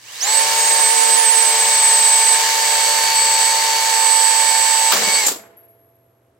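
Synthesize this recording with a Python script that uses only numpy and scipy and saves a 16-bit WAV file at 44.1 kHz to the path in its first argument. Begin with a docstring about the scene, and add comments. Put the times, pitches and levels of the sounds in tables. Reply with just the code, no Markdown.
"""A cordless drill spins up, bores into the metal cover of a mower engine and stops, close by in a garage.
Its motor whines at multiples of its turning speed, while the gear teeth and cutting edges rasp.
The bit snags, squeaks and rattles as it breaks through; then the brake clacks.
The metal rings on faintly over the hum of the shop."""
import sys
import numpy as np
from scipy import signal
from scipy.fft import rfft, irfft
from scipy.io import wavfile
from scipy.ndimage import uniform_filter1d

SR = 44100
rng = np.random.default_rng(int(sys.argv[2]) if len(sys.argv) > 2 else 0)


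def file_out(sig):
    """Save sig as 16-bit WAV at sys.argv[1]."""
    # one column per channel
    cols = np.atleast_2d(sig).T
    # limit, then scale
    lim = np.clip(cols, -1, 1)
    pcm = np.round(lim * 32767).astype(np.int16)
    wavfile.write(sys.argv[1], SR, pcm)


N = 281912
TIME = np.arange(N) / SR
FREQ = np.maximum(np.arange(N // 2 + 1) * SR / N, 1)

# Moments in seconds: the trigger is pulled fully, the bit snags, the trigger is let go, the brake bites.
PULL_S, SNAG_S, LET_GO_S, BRAKE_S = 0.2, 4.918, 5.2, 5.264
FULL_HZ = 451.8  # motor turns per second at full speed; "pace" is the speed as a share of this


def motor_speed(creep_hz=91.98, creep_hz_per_s=740, spin_up_s=0.04, coast_hz_per_s=650, braking_s=0.033):
    """Turns per second: the motor creeps, leaps to full speed, coasts briefly and is braked."""
    creep = creep_hz + creep_hz_per_s * np.minimum(TIME, PULL_S)
    full = FULL_HZ - 6.4 * (1 - np.exp(-TIME / 3.2))  # sags as the battery tires
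    driven = full + (creep - full) * np.exp(-np.maximum(TIME - PULL_S, 0) / spin_up_s)
    slowing = coast_hz_per_s * np.clip(TIME - LET_GO_S, 0, BRAKE_S - LET_GO_S)
    return (driven - slowing) * np.exp(-np.maximum(TIME - BRAKE_S, 0) / braking_s)


def motor(turns, pace, turns_per_bit_turn=60.5):
    """The shaft and gears sing at multiples of the motor's speed, louder the faster it turns."""
    # Each row: time in seconds, then levels in dB of the shaft tone and the tone ten times higher.
    boring_levels = [(0.32, -40.5, -28.5), (0.61, -39, -34), (1.6, -34, -35), (1.75, -40.5, -30.5),
                     (2.33, -41, -32.5), (3.1, -42.5, -24.5), (3.8, -40.5, -27.5), (4.73, -47.5, -28.5),
                     (4.88, -56.5, -30.5)]
    shaft_db, tenth_db = curves(boring_levels)
    throb = undb(1.6 * np.sin(2 * np.pi * turns / turns_per_bit_turn))
    flare_db = 9 * np.exp(-((TIME - 5.155) / 0.024) ** 2)  # high tones flare once as the bit runs free
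    shaft = tone(turns, multiple=1, flutter_db=2.5, flutter_hz=20, lag=-0.37) * throb
    shaft *= load_gain(shaft_db - .6, free_db=-39)
    hum = tone(turns, multiple=2, flutter_db=1.0, flutter_hz=20, lag=0.2) * pan(deepening(1.0, -5.5))
    hum *= load_gain(deepening(-24.5, -20.0), free_db=-27.5)
    fifth = tone(turns, multiple=5, flutter_db=4.0, flutter_hz=44.63, lag=0.36)
    fifth *= pan(deepening(-9.5, 3.5)) * load_gain(deepening(-33.5, -34.5), free_db=-26.5)
    tenth = tone(turns, multiple=10, flutter_db=0.9, flutter_hz=44.2, lag=.3)
    tenth *= pan(deepening(-4.5, 1.5)) * load_gain(tenth_db + 0.5, free_db=flare_db - 30)
    whine = slot_whine(turns, pace, flare_db)
    singing = (shaft + hum + fifth + faint_tones(turns)) * pace ** 8 + tenth * pace ** 4
    coast_lift = undb(np.interp(TIME, [LET_GO_S, BRAKE_S], [0, 0.5]))
    powered = np.clip((BRAKE_S + 0.034 - TIME) / 0.021, 0, 1)  # the brake cuts the current
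    return (singing + whine) * coast_lift * powered


def slot_whine(turns, pace, flare_db):
    """The slots in the spinning motor make a high whine that swells and fades as the hand shifts."""
    # Each row: time in seconds, level in dB, left minus right in dB.
    swells = [(0.3, -20, -9.5), (0.38, -12.5, -19), (0.48, -26.5, -4.5), (0.64, -17, -2), (0.8, -14, -11.5),
              (1.47, -14, -14.5), (1.53, -18.5, -3), (1.84, -13.5, -2.5), (2.32, -13.5, -7.5),
              (2.49, -31.5, -3), (2.68, -19.5, -7.5), (3.07, -23, -11), (3.11, -30.5, 5.5),
              (3.17, -15, -1.5), (3.39, -18.5, 3.5), (3.44, -17, -8), (3.75, -29.5, -7.0),
              (4.1, -13, -20.5), (4.42, -16.5, -20), (4.9, -18, -7)]
    level_db, pan_db = curves(swells)
    flutter_db = 1.68 + 23.5 * (1 - pace) * pace  # shakier below full speed
    whine = tone(turns, multiple=18, flutter_db=flutter_db, flutter_hz=69.6, lag=0.84 + .5 * walk(3))
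    creeping = np.clip((PULL_S + 0.016 - TIME) / 0.023, 0, 1)
    gain = load_gain(level_db - 12 * creeping, free_db=flare_db - 22.5)
    return whine * gain * pan(pan_db) * pace ** 1.8


def faint_tones(turns):
    """The motor's spinning core and the small gears that circle in the gearbox add many weak tones."""
    # Each row: multiple of motor speed, relative level in dB, change in dB as the hole deepens,
    # left minus right in dB.
    overtones = [(16 / 75, -39, 0, 0), (4 / 15, -32, 0, 0), (1 / 3, -41, 0, 0), (29 / 24, -14.5, 0, -3),
                 (4 / 3, -12.5, -5, 4), (5 / 3, -10.5, -2, -1), (3, -20, -5, 0), (4, -12, 0, 0),
                 (32 / 3, -9, 4, -1), (13, -17, 0, 0), (15, -8, -4, -1), (17, -5.5, 2, -3),
                 (19, -17, 0, -2), (30, -17, 0, 4)]
    out = 0
    for multiple, db, change_db, pan_db in overtones:
        gain = undb(db + deepening(-change_db / 2, change_db / 2)) * pan(pan_db)
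        out += gain * tone(turns, multiple, flutter_db=4.5, flutter_hz=14, lag=0.51)
    return out * undb(-28.5)


def load_gain(boring_db, free_db, choke_db=-21, hold_s=0.07, release_s=0.05):
    """A tone has one level while the bit bores, is choked by the snag, then settles at another."""
    through = np.clip((TIME - SNAG_S) / .004, 0, 1)
    stuck = np.clip(1 - (TIME - SNAG_S - hold_s) / release_s, 0, 1)
    return undb(boring_db * (1 - through) + (free_db + choke_db * stuck) * through)


def deepening(start_db, end_db):
    """A level that moves evenly as the hole gets deeper."""
    return np.interp(TIME, [PULL_S, SNAG_S], [start_db, end_db])


def gear_rasp(turns, pace):
    """Teeth and cutting edges scrape in bursts that follow the circling gears, and ring the housing."""
    # The tone colour of the scraping. Each row: frequency in Hz, level in dB.
    scrape_colour = [(35, -73), (60, -47), (315, -33), (540, -17.5), (822, -12), (903, -12.5), (968, -14.5),
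                     (1250, -13.5), (1740, -14.5), (3420, -14), (4640, -14), (7230, -15.5), (7940, -14.5),
                     (9130, -22), (16000, -28)]
    # Bands that the housing boosts or dulls. Each row: centre in Hz, width in Hz, gain in dB.
    housing_bands = [(480, 70, 4), (654, 230, -6), (1026, 92, 5.5), (1389, 350, -8.5), (1722, 320, 6),
                     (2320, 200, 2.5), (2520, 180, -3), (2830, 240, 0.5), (3420, 250, -3.5), (4750, 370, 2),
                     (5440, 400, -1), (6120, 450, 2.5)]
    # The body shades each ear differently. Each row: frequency in Hz, left minus right in dB.
    ear_shade = [(500, -1), (1000, -2.5), (1400, 1), (1750, -2), (2600, 0), (6000, -0.5), (7800, -5),
                 (10000, -3), (13000, 2), (16000, 1.5)]
    # How hard the hand leans on the bit. Each row: time in seconds, added rasp in dB.
    hand_pressure = [(0.16, 0), (0.225, -1.5), (0.35, 0), (1.2, 0), (2.4, 1), (3.3, 0.2), (4.9, -0.04)]
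    gear_angle = 2 * np.pi * turns / 3
    pulse_db = 1.1 * np.cos(2 * gear_angle) + .5 * np.cos(gear_angle) + np.cos(2 * np.pi * 2 * turns)
    bursts = undb(pulse_db + 0.98 * walk(900))
    housing_db = sum(db / (1 + (2 * (FREQ - hz) / width) ** 2) for hz, width, db in housing_bands)
    ears = pan(20 * np.log10(response(ear_shade)))
    rasp = noise(response(scrape_colour) * undb(housing_db) * ears, bursts)
    return rasp * undb(curves(hand_pressure)[0] - 18) * pace ** 2.18


def chatter(attack_s=0.025, t60=0.68):
    """The loose bit rattles the cover unevenly, at the snag and again at the brake."""
    # Each row: start in seconds, seconds until it begins to fade, level in dB.
    rattles = [(4.914, 0.17, -28), (5.261, 0.046, -42)]
    # The tone colour of the rattling. Each row: frequency in Hz, level in dB.
    rattle_colour = [(80, -28.5), (140, -30.5), (195, 4.5), (260, -9), (350, -6), (450, 1.5), (600, -0.5),
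                     (900, -5.5), (2000, -8), (8000, -44)]
    loudness = sum(undb(db) * burst(start, attack_s, hold, t60) for start, hold, db in rattles)
    return noise(response(rattle_colour), undb(3.3 * walk(120))) * loudness


def knocks():
    """The bit snags and the brake clacks: each blow is a crack, a body thud and a short ring of steel."""
    # Each row: start in seconds, level in dB, then thud and ring in dB compared with the crack.
    blows = [(4.918, -9.5, -22, -12.5), (4.934, -23.5, -9, -10), (4.963, -27, -10, -11.5),
             (5.028, -32.5, -6.5, -22.5), (5.264, -19.5, -2.5, 11.5), (5.282, -20, -12, -2),
             (5.315, -30, 4, 1), (5.358, -46.5, 14.5, 10)]
    # The tone colour of the crack. Each row: frequency in Hz, level in dB.
    crack_colour = [(90, -36.5), (150, -21.5), (400, -11.5), (900, 3.5), (2000, -4), (5000, 2), (8000, -10),
                    (16000, -6)]
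    crack = noise(response(crack_colour), undb(1.8 * walk(500)))
    thud = noise(response([(100, -34.5), (250, -12.5), (380, -4), (520, -6.5), (1200, -31),
                           (5000, -62.5)]))
    steel = noise(response([(2000, -41.5), (6000, -9), (7400, 4), (8600, -6.5), (10500, -18),
                            (12200, -8), (15000, -18)]))
    out = 0
    for start, db, thud_db, steel_db in blows:
        body = undb(thud_db) * thud * decay(start, t60=0.079)
        ring = undb(steel_db) * steel * decay(start, t60=0.12, rise=.002)
        out += undb(db) * (crack * decay(start, t60=0.16) + body + ring)
    return out


def squeaks():
    """The cutting edge sticks and slips, sliding in pitch as it catches and frees itself."""
    # Each row: start in seconds, length in seconds, first pitch in Hz, last pitch in Hz, level in dB.
    slips = [(4.918, .019, 880, 1680, -20.5), (4.929, 0.014, 1650, 550, -25.5),
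             (4.956, 0.022, 546, 1750, -24.5)]
    out = 0
    for start, length, start_hz, end_hz, db in slips:
        along = np.clip((TIME - start) / length, 0, 1)
        hz = (start_hz + (end_hz - start_hz) * along) * (1 + 0.03 * walk(400))
        out += np.sqrt(2) * undb(db) * np.sin(np.pi * along) * np.sin(2 * np.pi * np.cumsum(hz) / SR)
    return out


def metal_rings():
    """The cover rings on after the brake; above it come thin, wavering tings, each begun by a tick."""
    # The cover's notes. Each row: pitch in Hz, level in dB, seconds to fade by 60 dB.
    cover_notes = [(349, -57, 3), (426, -51.5, 2.5), (483, -54, 2.6), (670, -48, 3.5)]
    # The high tings. Each row: start in seconds, pitch in Hz, level in dB, seconds to fade by 60 dB.
    tings = [(5.36, 11560, -44, 0.54), (5.568, 11612, -41.5, 0.43), (5.61, 11592, -51.5, 1.3),
             (5.788, 11500, -56.5, 1.5)]
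    cover = sum(undb(db) * decay(BRAKE_S, t60) * np.sin(2 * np.pi * hz * TIME)
                for hz, db, t60 in cover_notes)
    tick = noise(response([(3000, -25), (8000, -10), (11600, 0), (16000, -6)]))
    waver = 0.91 * np.array([walk(110), walk(110)])
    thin = 0
    for start, hz, db, t60 in tings:
        ring = decay(start, t60, rise=0.0029) * np.sin(2 * np.pi * hz * TIME + waver)
        thin += undb(db) * (ring + undb(-15) * tick * decay(start, t60=.07))
    return cover * pan(-7.0) + thin * undb(2 * walk(60)) * pan(2.5)


def garage_echo(x, early_t60=.3, early_db=-13, late_t60=1.38, late_db=-33.5, late_hz=1600):
    """The cluttered walls scatter a short echo, followed by a faint, duller tail."""
    early, late = rng.standard_normal((2, 2, SR))
    late = signal.sosfilt(signal.butter(2, late_hz, fs=SR, output="sos"), late)
    early *= decay(0.0052, early_t60)[:SR]
    late *= decay(0.016, late_t60)[:SR]
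    echo = (undb(early_db) * unit(early) + undb(late_db) * unit(late)) / np.sqrt(SR)
    return signal.fftconvolve(x, echo, axes=1)[:, :N]


def shop(mains_hz=60):
    """Steady air noise, a low hum, and a faint electric tick on each cycle of the mains power."""
    # The tone colour of the air. Each row: frequency in Hz, level in dB.
    air_colour = [(25, -40), (60, -16.5), (105, -2), (160, -15), (350, -7.5), (600, -10), (900, -17),
                  (2000, -26.5), (4500, -37.5), (9000, -38.5), (16000, -48.5)]
    # The notes of the hum. Each row: pitch in Hz, level in dB.
    hum_notes = [(99.5, -77), (120, -66)]
    air = noise(response(air_colour), undb(.8 * walk(5)))
    hum = sum(np.sqrt(2) * undb(db + 1.2 * walk(4.4)) * np.sin(2 * np.pi * hz * TIME)
              for hz, db in hum_notes)
    cycle = (mains_hz * TIME) % 1
    tick_colour = [(3000, -35.5), (6500, -15.5), (8000, -6), (10000, -8), (15000, -20.5)]
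    ticks = noise(response(tick_colour), np.exp(-cycle / .05))
    return undb(-60.5) * air + hum + undb(-80) * ticks


def tone(turns, multiple, flutter_db, flutter_hz, lag):
    """A fluttering tone at a multiple of motor speed; the ears hear it lag radians apart."""
    shared = walk(flutter_hz)
    ears = []
    for side in (-.5, .5):
        flutter = undb(flutter_db * (shared + walk(flutter_hz)) / 2)
        ears.append(np.sqrt(2) * np.sin(2 * np.pi * multiple * turns + side * lag) * flutter)
    return np.array(ears)


def noise(gain, loudness=1):
    """Filtered stereo noise; the bass is alike in both ears, the treble is not."""
    # Each row: frequency in Hz, level in dB of what differs between the ears against what they share.
    stereo_width = [(100, -33.5), (300, -14), (700, -7.5), (1300, -3), (2200, -5), (3000, -0.5), (5000, -3),
                    (8000, 1), (12000, 0.5)]
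    mid, side = rng.standard_normal((2, N)) * loudness
    difference = colour(side, gain * response(stereo_width)) * np.array([[1], [-1]])
    return unit(colour(mid, gain) + difference)


def decay(start, t60, rise=0.0011):
    """A quick rise, then a fade of 60 dB every t60 seconds."""
    age = np.maximum(TIME - start, 0)
    return (1 - np.exp(-age / rise)) * np.exp(-np.log(1000) * age / t60)


def burst(start, attack, hold, t60):
    """A straight rise, a hold, then a fade of 60 dB every t60 seconds."""
    age = TIME - start
    return np.clip(age / attack, 0, 1) * np.exp(-np.log(1000) * np.maximum(age - hold, 0) / t60)


def walk(rate):
    """A smooth random wobble of about 1 either way, with rate new values a second."""
    hold = max(int(SR / rate), 1)
    steps = np.repeat(rng.standard_normal(N // hold + 1), hold)
    return 1.3 * uniform_filter1d(uniform_filter1d(steps, hold), hold)[:N]


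def curves(table):
    """Join rows that begin with a time into one curve for each other column."""
    times, *columns = np.transpose(table)
    return [np.interp(TIME, times, column) for column in columns]


def response(points):
    """Gain at every frequency from (Hz, dB) points."""
    hz, db = np.transpose(points)
    return undb(np.interp(np.log(FREQ), np.log(hz), db))


def colour(x, gain):
    """Filter by a gain at every frequency."""
    return irfft(rfft(x) * gain, N)


def pan(db):
    """Left and right gains, with the left louder by db."""
    gains = undb(np.array([[.5], [-.5]]) * db)
    return gains / np.sqrt(np.mean(gains ** 2, axis=0))


def undb(db):
    """Decibels to gain."""
    return 10 ** (np.asarray(db) / 20)


def unit(x):
    """Scale to an average power of 1."""
    return x / np.sqrt(np.mean(x ** 2))


def scene():
    """One slightly unsteady shaft drives motor and gears; the tones echo less than the rough sounds."""
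    hz = motor_speed()
    pace = hz / FULL_HZ
    turns = np.cumsum(hz * (1 + 0.00048 * walk(60))) / SR
    tones = motor(turns, pace)
    rough = gear_rasp(turns, pace) + chatter() + knocks() + squeaks()
    return tones + rough + garage_echo(rough + undb(-9.0) * tones) + metal_rings() + shop()


def record(dry):
    """A steep filter cuts off the very highest treble."""
    top_hz = 15850
    return signal.sosfilt(signal.ellip(10, .1, 80, top_hz, fs=SR, output="sos"), dry)


dry = scene()
out = record(dry)
file_out(out)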